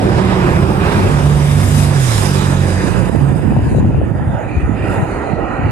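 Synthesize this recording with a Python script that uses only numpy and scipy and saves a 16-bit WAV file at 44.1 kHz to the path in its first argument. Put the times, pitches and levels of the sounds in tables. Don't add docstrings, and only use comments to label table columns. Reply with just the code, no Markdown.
import sys
import numpy as np
from scipy import signal
from scipy.io import wavfile
from scipy.ndimage import uniform_filter1d, minimum_filter1d

SR = 44100
rng = np.random.default_rng(int(sys.argv[2]) if len(sys.argv) > 2 else 0)


def log_audio(samples):
    frames = np.atleast_2d(samples).T
    limited = np.clip(frames, -1, 1)
    pcm = np.round(limited * 32767).astype(np.int16)
    wavfile.write(sys.argv[1], SR, pcm)


N = 251811

# f/Hz, relative level/dB
RUMBLE_SPECTRA = [(15, -47), (25, -14), (75, -4), (147, -10.5), (167, -5.5), (285, -16.5), (362, -12),
                  (436, -20), (600, -21.5), (780, -21.5), (1320, -120)], [(15, -35), (25, 6), (70, 0.5),
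                  (108, -2), (194, -9.5), (260, 2), (321, 2), (600, -17.5), (780, -41), (1320, -120)]
ROAR_SPECTRA = [(280, -25), (480, -7), (520, -0.5), (651, -16), (904, 2), (1330, -3), (1900, -51),
                (2470, -14.5), (4180, -120)], [(280, -48), (480, -2.5), (797, -2.5), (1080, 1), (1320, 0.5),
                (1710, -18), (1900, -7), (2470, -19.5), (4180, -120)]
SWISH_SPECTRA = [(880, -10.5), (1500, -5.5), (1720, -7.5), (1830, -9.5), (2210, -12), (4000, -22),
                 (5200, -24), (8800, -120)], [(880, -74), (1500, -2), (1720, -5), (1950, -8), (2180, -5.5),
                 (2450, -13), (2990, -12), (3170, -13.5), (4000, -39.5), (5200, -29.5), (8800, -120)]
HISS_SPECTRA = [(1940, -7), (3300, -2.5), (4450, -10), (5130, -2), (6090, -7.5), (7190, -5), (8710, -3),
                (11000, -9), (12200, -12), (14500, -23), (15200, -37)], [(1940, -35), (3300, -5),
                (4320, 18.5), (5060, 2), (5640, -4.5), (6580, 15.5), (7760, 8), (9110, 12), (12900, -6.5),
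                (15200, -36)]
# f/Hz, relative level/dB
BOX_SPECTRUM = [(270, -56), (315, -28), (345, 9), (378, 23.5), (430, -62)]
SONG_SPECTRUM = [(2150, -40), (2330, 7), (2520, 3), (2750, -13), (3000, -48)]
# start t/s, end t/s, level/dB
BOX_STRETCHES = [(0, 1.08, -24), (2.15, 2.5, -28)]
SONG_STRETCHES = [(4.44, 4.647, -37.5), (4.772, 4.92, -38)]
# t/s, rumble level/dB, tyre roar level/dB, swish level/dB
TRAFFIC_LEVELS = [(0.0, -16, -26.5, -31.5), (0.33, -19, -21, -26.5), (0.75, -19, -24, -33.5),
                  (0.87, -19.5, -20, -26.5), (1.05, -20, -23, -28.5), (1.2, -20.5, -26, -31),
                  (1.54, -23, -28.5, -31), (2.02, -22.5, -27.5, -31.5), (2.25, -22.5, -23, -28.5),
                  (2.6, -23, -24.5, -30.5), (2.95, -22, -23.5, -30.5), (3.36, -29, -25.5, -38),
                  (3.72, -27.5, -33.5, -36.5), (3.97, -20.5, -32, -42.5), (4.34, -36.5, -26, -40),
                  (4.5, -27.5, -27, -41), (4.62, -28, -27.5, -36), (4.71, -34, -26.5, -41),
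                  (4.8, -25.5, -27.5, -33.5), (4.95, -26, -21.5, -32), (5.1, -22.5, -22.5, -37.5),
                  (5.28, -22.5, -21.5, -38), (5.45, -22, -22.5, -39.5), (5.71, -25.5, -22.5, -36)]
# t/s, level/dB, left-right balance/dB, treble slope/(dB per octave)
WHEEL_HISS = [(0, -32.5, -2, -9), (.35, -32.5, -1.5, -6.5), (.79, -38, 1.5, -1.5), (.87, -31, -2, -4.5),
              (1.4, -31, 0.5, -4), (1.68, -28.5, 0.5, 1), (1.82, -24, 4.5, -1), (1.92, -31, -6, -3),
              (2.02, -26.5, -12, 0), (2.15, -24, -8.5, 0.5), (2.4, -25.5, -10.5, -3.5),
              (2.56, -32, -8.5, -2.5), (2.9, -30, -4.5, -6), (3.2, -46, -8, 4), (3.54, -54.5, -9, 7),
              (3.74, -47, -11, 1.5), (3.795, -39.5, -9, -8), (3.815, -57, -12, 2.5),
              (4.3, -58.5, -4.5, 5.5), (4.5, -50.5, -10.5, -6), (4.77, -54.5, -4, 2),
              (4.94, -44.5, -5.5, 3), (5.34, -43, 4, -9.5), (5.42, -49.5, 1, -7.5), (5.71, -43.5, -2, -14)]
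# t/s, far share [0-1], echo strength [0-1], moving lag left/ms, right/ms
FAR_AND_ECHO = [(0, 0, .2, .75, .7), (1.2, 0, .12, .75, .7), (2.3, .1, .2, .75, .7),
                (3.2, .55, .6, .73, .69), (4.1, .9, .7, .72, .69), (4.6, 1, .75, .6, .66),
                (5.1, 1, .65, .59, .65), (5.7, 1, .65, .58, .6)]
# f/Hz, coherence [0-1], phase lead of left for near traffic/rad
COHERENCE = [(60.4, 1, 0.078), (192, 0.86, 0.33), (370, 0.66, 0.56), (774, 0.52, 0.92), (1420, 0.64, 2.53),
             (2320, 0.78, 1.12), (4060, 0.12, 2.55), (9000, 0.087, 1.6)]
FIXED_LAG_MS = .92, .92

# t/s, f/Hz
TRUCK_CRANK = [(1.05, 48.4), (1.55, 49.12), (1.95, 48.6), (2.25, 47.4), (2.7, 46.1), (3.1, 45.3)]
TRUCK_ORDERS = {"1": [(2.02, 2.73, -25.5)], "1.5": [(1.1, 1.9, -21)], "2": [(1.47, 1.96, -15.5),
                (2.32, 2.85, -17.5)], "3": [(2.2, 2.5, -15.5), (2.5, 2.74, -16.5)],
                "4": [(2.25, 3.1, -23.5)], "5": [(.8, .95, -30), (1.08, 1.3, -25), (1.5, 1.9, -25.5),
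                (2.1, 2.6, -32)], "6": [(2.2, 2.6, -32.5)]}
# start t/s, end t/s,
# level/dB before the mid-glide swell, first f/Hz, last f/Hz, mid-glide t/s, glide time constant/s
ENGINE_NOTES = [(0, 0.31, -19.5, 120, 115.2, 0.082, 0.13), (0.3, 0.91, -22.5, 124, 140.5, 0.56, 0.17),
                (1.1, 1.68, -15.5, 143, 145.8, 1.403, 0.28), (1.67, 2.295, -14.5, 148, 90.5, 2.09, 0.14),
                (-0.1, 0.665, -31, 322, 360, 0.507, 0.14), (.48, .9, -24, 81, 78.5, 0.64, 0.18),
                (.87, 1.3, -21.5, 96.5, 100.5, 1.105, 0.13), (3.16, 3.42, -18, 140, 137, 3.25, 0.14)]
LORRY_NOTES = [(0.1, .5, -20.5, 188, 183.2, 0.38, 0.093), (.63, .8, -21.5, 170, 196, 0.62, 0.052),
               (.82, 1.08, -25, 199.4, 210.5, 0.902, 0.17), (.88, 1.04, -20.5, 178, 185, 0.99, 0.11)]
WHISTLE_NOTES = [(5.16, 5.32, -44, 1410, 1570, 5.4, 0.055), (5.54, 5.72, -43, 1463, 1660, 5.6, 0.054)]

# f/Hz, relative level/dB
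PUSH_SPECTRUM = [(20, -70), (45, -7.5), (70, -1.5), (110, -4), (170, -12.5), (300, -27), (600, -54),
                 (1200, -120)]
EDDY_SPECTRUM = [(60, -35), (130, 0), (200, -1), (350, -11), (600, -25.5), (1000, -23.5), (1600, -55),
                 (3000, -120)]
# start t/s, end t/s, level/dB
GUST_STRETCHES = [
    [(.95, 1.08, -15), (3.1, 3.5, -21.5), (3.5, 3.8, -13), (3.8, 4.06, -14.5), (4.06, 4.15, -24.5),
     (4.15, 4.35, -17.5), (4.35, 4.53, -24), (4.54, 4.66, -19), (4.63, 4.97, -21.5), (4.97, 5.05, -17),
     (5.05, 5.25, -27.5), (5.58, 5.72, -17.5)],
    [(2.78, 3.15, -13), (3.15, 3.6, -12.5), (3.6, 3.82, -13), (3.82, 4.15, -14), (4.15, 4.36, -17),
     (4.36, 4.62, -21), (4.62, 4.67, -19.5), (4.67, 4.72, -13), (4.72, 4.84, -17.5), (4.84, 5.0, -16),
     (5.0, 5.3, -27), (5.3, 5.38, -15), (5.38, 5.6, -21), (5.6, 5.72, -15.5)],
]
# t/s, peak level/dB about the middle, left-right balance/dB, f/Hz
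BUFFET_SLAPS = [(3.095, -12, -18, 450), (3.149, -15, -25, 500), (3.522, -20.5, 21, 800),
                (3.565, -18, 22, 634), (3.591, -18, 25, 596), (3.747, -16, 26, 550), (3.756, -4, 4, 121),
                (3.783, -16, 20, 523), (3.847, -25, 27, 704), (3.945, -20.5, 28, 630),
                (3.956, -11, -11, 90), (4.014, -15, 21, 520), (4.108, -5.5, -15.5, 130),
                (4.197, -24, -20, 850), (4.266, -10, -13, 110), (4.562, -7.5, 11, 75), (4.624, -9, -12, 70),
                (4.692, -8.5, -21, 226), (5.022, -9.5, 17, 138), (5.33, -6, -16, 168)]

TRAFFIC_PAN_DB = -5.5
TREBLE_LEFT_DB = 7.5
LORRY_OCTAVE_DB = -7.5
FADE_S, GUST_EDGE_S = 0.15, 0.025
SWELL_DB = 2.5
FLUTTER_DB = 1.07
SHARED = 0.26
EDGE_HZ = 15200


def stream():
    frames, hz = N // 256 + 5, np.fft.rfftfreq(1024, 1 / SR)
    t = np.arange(frames) * 256 / SR
    far, echo_strength, *moving_ms = follow(FAR_AND_ECHO, t)
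    far = np.clip(far, 0, 1)
    a, b, c, d, patches, streaks = rng.standard_normal((frames, 513, 6)).T
    noise = port_pair(a + 1j * b, c + 1j * d, hz, far)
    noise = noise * np.sqrt(traffic_power(t, hz, far)) * body_echo(hz, echo_strength, moving_ms)
    lean_db = TREBLE_LEFT_DB * np.log2(np.maximum(hz / 6000, 1))[:, None] * (1 - 2 * far)
    bright_db = follow(WHEEL_HISS, t)[2]
    slope_octaves = np.log2(np.maximum(hz / 3500, 1) / 2 + 1 / 2)[:, None]
    noise = noise * sides(lean_db) * gain_of(bright_db * slope_octaves)
    noise = noise * gain_of(uneven_db(patches, streaks, hz, far))
    return signal.istft(noise, nperseg=1024, noverlap=768)[1][:, :N]


def traffic_power(t, hz, far):
    rumble_db, roar_db, swish_db = follow(TRAFFIC_LEVELS, t)
    hiss_db, hiss_pan, _ = follow(WHEEL_HISS, t)
    box_db = 20 * np.log10(stretches(BOX_STRETCHES, t, FADE_S) + 1e-6)
    song_db = 20 * np.log10(stretches(SONG_STRETCHES, t, FADE_S) + 1e-6)
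    lanes_pan = np.full(len(t), TRAFFIC_PAN_DB)
    colours = [
        (RUMBLE_SPECTRA, rumble_db, np.full(len(t), -5.4), (200, 500)),
        ((BOX_SPECTRUM, BOX_SPECTRUM), box_db, np.full(len(t), -5.3), (200, 500)),
        (ROAR_SPECTRA, roar_db, lanes_pan, (550, 1600)),
        (SWISH_SPECTRA, swish_db, lanes_pan, (1600, 3100)),
        ((SONG_SPECTRUM, SONG_SPECTRUM), song_db, lanes_pan, (1600, 3100)),
        (HISS_SPECTRA, hiss_db, hiss_pan, (3500, 14000)),
    ]
    power = 0
    for (near, distant), db, pan, (low_hz, high_hz) in colours:
        near_db, distant_db = read(near, hz)[:, None], read(distant, hz)[:, None]
        shape = gain_of((1 - far) * near_db + far * distant_db)
        shape = shape / np.linalg.norm(shape[(hz > low_hz) & (hz < high_hz)], axis=0)
        port_gain = (gain_of(db) * sides(pan))[:, None]
        power = power + (shape * port_gain) ** 2
    return power


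def body_echo(hz, strength, moving_ms):
    reflecting = np.clip(hz / 900, 0, 1) / (1 + (hz / 7000) ** 2)
    fixed_share = np.clip(strength, 0, .9) * reflecting[:, None]
    fixed_lag_ms = np.reshape(FIXED_LAG_MS, (2, 1, 1))
    moving_lag_ms = np.array(moving_ms)[:, None]
    echo = 1
    for lag_ms, share in ((fixed_lag_ms, fixed_share), (moving_lag_ms, 0.58 * fixed_share)):
        delayed = share * np.exp(-2j * np.pi * hz[:, None] * lag_ms * 1e-3)
        echo = echo * np.abs(1 - delayed) / np.sqrt(1 + share ** 2)
    return echo


def port_pair(left, other, hz, far):
    table = np.array(COHERENCE)
    same = np.clip(read(table[:, [0, 1]], hz)[:, None], 0, 1)
    lead = read(table[:, [0, 2]], hz)[:, None]
    lead = lead * (1 - 0.47 * far)
    right = same * left * np.exp(-1j * lead) + np.sqrt(1 - same ** 2) * other
    return np.array([left, right])


def uneven_db(patches, streaks, hz, far):
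    streaks = evened(uniform_filter1d(uniform_filter1d(streaks, size=4, axis=0), size=30, axis=1))
    patches = evened(uniform_filter1d(uniform_filter1d(patches, size=14, axis=0), size=14, axis=1))
    flicker = wander(count=patches.shape[1], size=3)[:, None]
    treble = np.clip(hz / 5000, 0, 1)[:, None]
    patch_db = (0.8 + 1.0 * treble * (1 + far)) * patches
    flicker_db = (0.89 + 0.11 * treble) * flicker
    return patch_db + flicker_db + 2.0 * far * streaks


def truck():
    t = np.arange(N) / SR
    crank = follow(TRUCK_CRANK, t)[0] * (1 + .003 * wander(count=N, size=900)[0])
    drone = 0
    for order, rows in TRUCK_ORDERS.items():
        drone = drone + engine(float(order) * crank, stretches(rows, t, FADE_S), 0, -6.5)
    return drone


def lorry():
    return gliding_tones(LORRY_NOTES, 0.0066, -5.5, LORRY_OCTAVE_DB)


def engine_notes():
    return gliding_tones(ENGINE_NOTES, 0.0038, -6.5)


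def whistle():
    return gliding_tones(WHISTLE_NOTES, 0.0042, -8.0)


def gliding_tones(rows, waver, pan_db, octave_db=-120):
    t, out = np.arange(N) / SR, 0
    for a, b, db, first_hz, last_hz, middle, glide in rows:
        curve = np.tanh((t - middle) / glide)
        hz = first_hz + (last_hz - first_hz) * (1 + curve) / 2
        level = stretches([(a, b, db)], t, FADE_S) * gain_of(SWELL_DB * (1 - curve ** 2))
        out = out + engine(hz, level, waver, pan_db)
        out = out + engine(2 * hz, level * gain_of(octave_db), waver, pan_db)
    return out


def engine(hz, level, waver, pan_db):
    drift, flutter = wander(count=N, size=3500)
    turns = np.cumsum(hz * (1 + waver * drift)) / SR
    tone = np.sin(2 * np.pi * (turns + rng.random()))
    return np.sqrt(2) * level * gain_of(FLUTTER_DB * flutter) * tone * sides(pan_db)[:, None]


def wind():
    t = np.arange(N) / SR
    level = np.array([stretches(port, t, GUST_EDGE_S) for port in GUST_STRETCHES])
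    lumps = np.tanh(wander(count=N, size=350))
    push = rng.standard_normal((2, N))
    slow = level * evened(gain_of(3.1 * lumps) * (push + SHARED * push[::-1]))
    eddies = evened(gain_of(6.6 * lumps) * rng.standard_normal((2, N)))
    fast = 1.77 * level ** 1.49 * eddies
    return coloured(slow, PUSH_SPECTRUM) + coloured(fast, EDDY_SPECTRUM) + buffets()


def buffets():
    slaps = np.zeros((2, N))
    signs = rng.choice([-1., 1.], len(BUFFET_SLAPS))
    for (s, peak_db, pan_db, hz), sign in zip(BUFFET_SLAPS, signs):
        start = round(s * SR)
        slaps[:, start:start + 3000] += sign * gain_of(peak_db) * sides(pan_db)[:, None] * slap(hz)
    return slaps


def slap(hz):
    turns = np.arange(3000) / SR * hz
    envelope = (turns / .9 * np.exp(1 - turns / .9)) ** 3
    return np.sin(2 * np.pi * turns) * envelope


def coloured(x, points):
    hz = np.abs(np.fft.fftfreq(16384, 1 / SR))
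    log_gain = np.log(gain_of(read(points, hz)) + 1e-6)
    response = np.fft.ifft(np.exp(np.conj(signal.hilbert(log_gain)))).real
    taps = response[:4096] * np.hanning(8192)[4096:]
    return signal.oaconvolve(x, taps[None] / np.linalg.norm(taps), axes=1)[:, :N]


def stretches(rows, t, edge_s):
    gain = 0
    for a, b, db in rows:
        gain = gain + gain_of(db) * np.clip(np.minimum(t - a, b - t) / edge_s + .5, 0, 1)
    return gain


def gain_of(db):
    return 10 ** (np.asarray(db) / 20)


def evened(x):
    return x / np.sqrt(np.mean(np.abs(x) ** 2) + 1e-20)


def read(points, hz):
    f, value = np.transpose(points)
    return np.interp(np.log(hz + 1), np.log(f + 1), value)


def follow(rows, t):
    s, *columns = np.transpose(rows)
    return [np.interp(t, s, c) for c in columns]


def sides(pan_db):
    return np.array([gain_of(pan_db / 2), gain_of(-pan_db / 2)])


def wander(count, size):
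    return evened(uniform_filter1d(uniform_filter1d(rng.standard_normal((2, count)), size), size))


def scene():
    return stream() + truck() + lorry() + engine_notes() + whistle() + wind()


def record(dry):
    highpass = signal.butter(2, 48, "highpass", fs=SR, output="sos")
    dry = signal.sosfilt(highpass, dry)
    peak_db = 20 * np.log10(np.abs(dry).max(0) + 1e-6)
    fall = np.arange(N) * 80. / SR
    over_db = np.maximum(np.maximum.accumulate(peak_db + fall) - fall, 0)
    ahead_db = -minimum_filter1d(-over_db, size=201)
    ducked = dry / gain_of(uniform_filter1d(ahead_db, size=201))
    lowpass = signal.firwin(511, EDGE_HZ, window=("kaiser", 9), fs=SR)
    return signal.oaconvolve(ducked, lowpass[None], "same")


dry = scene()
out = record(dry)
log_audio(out)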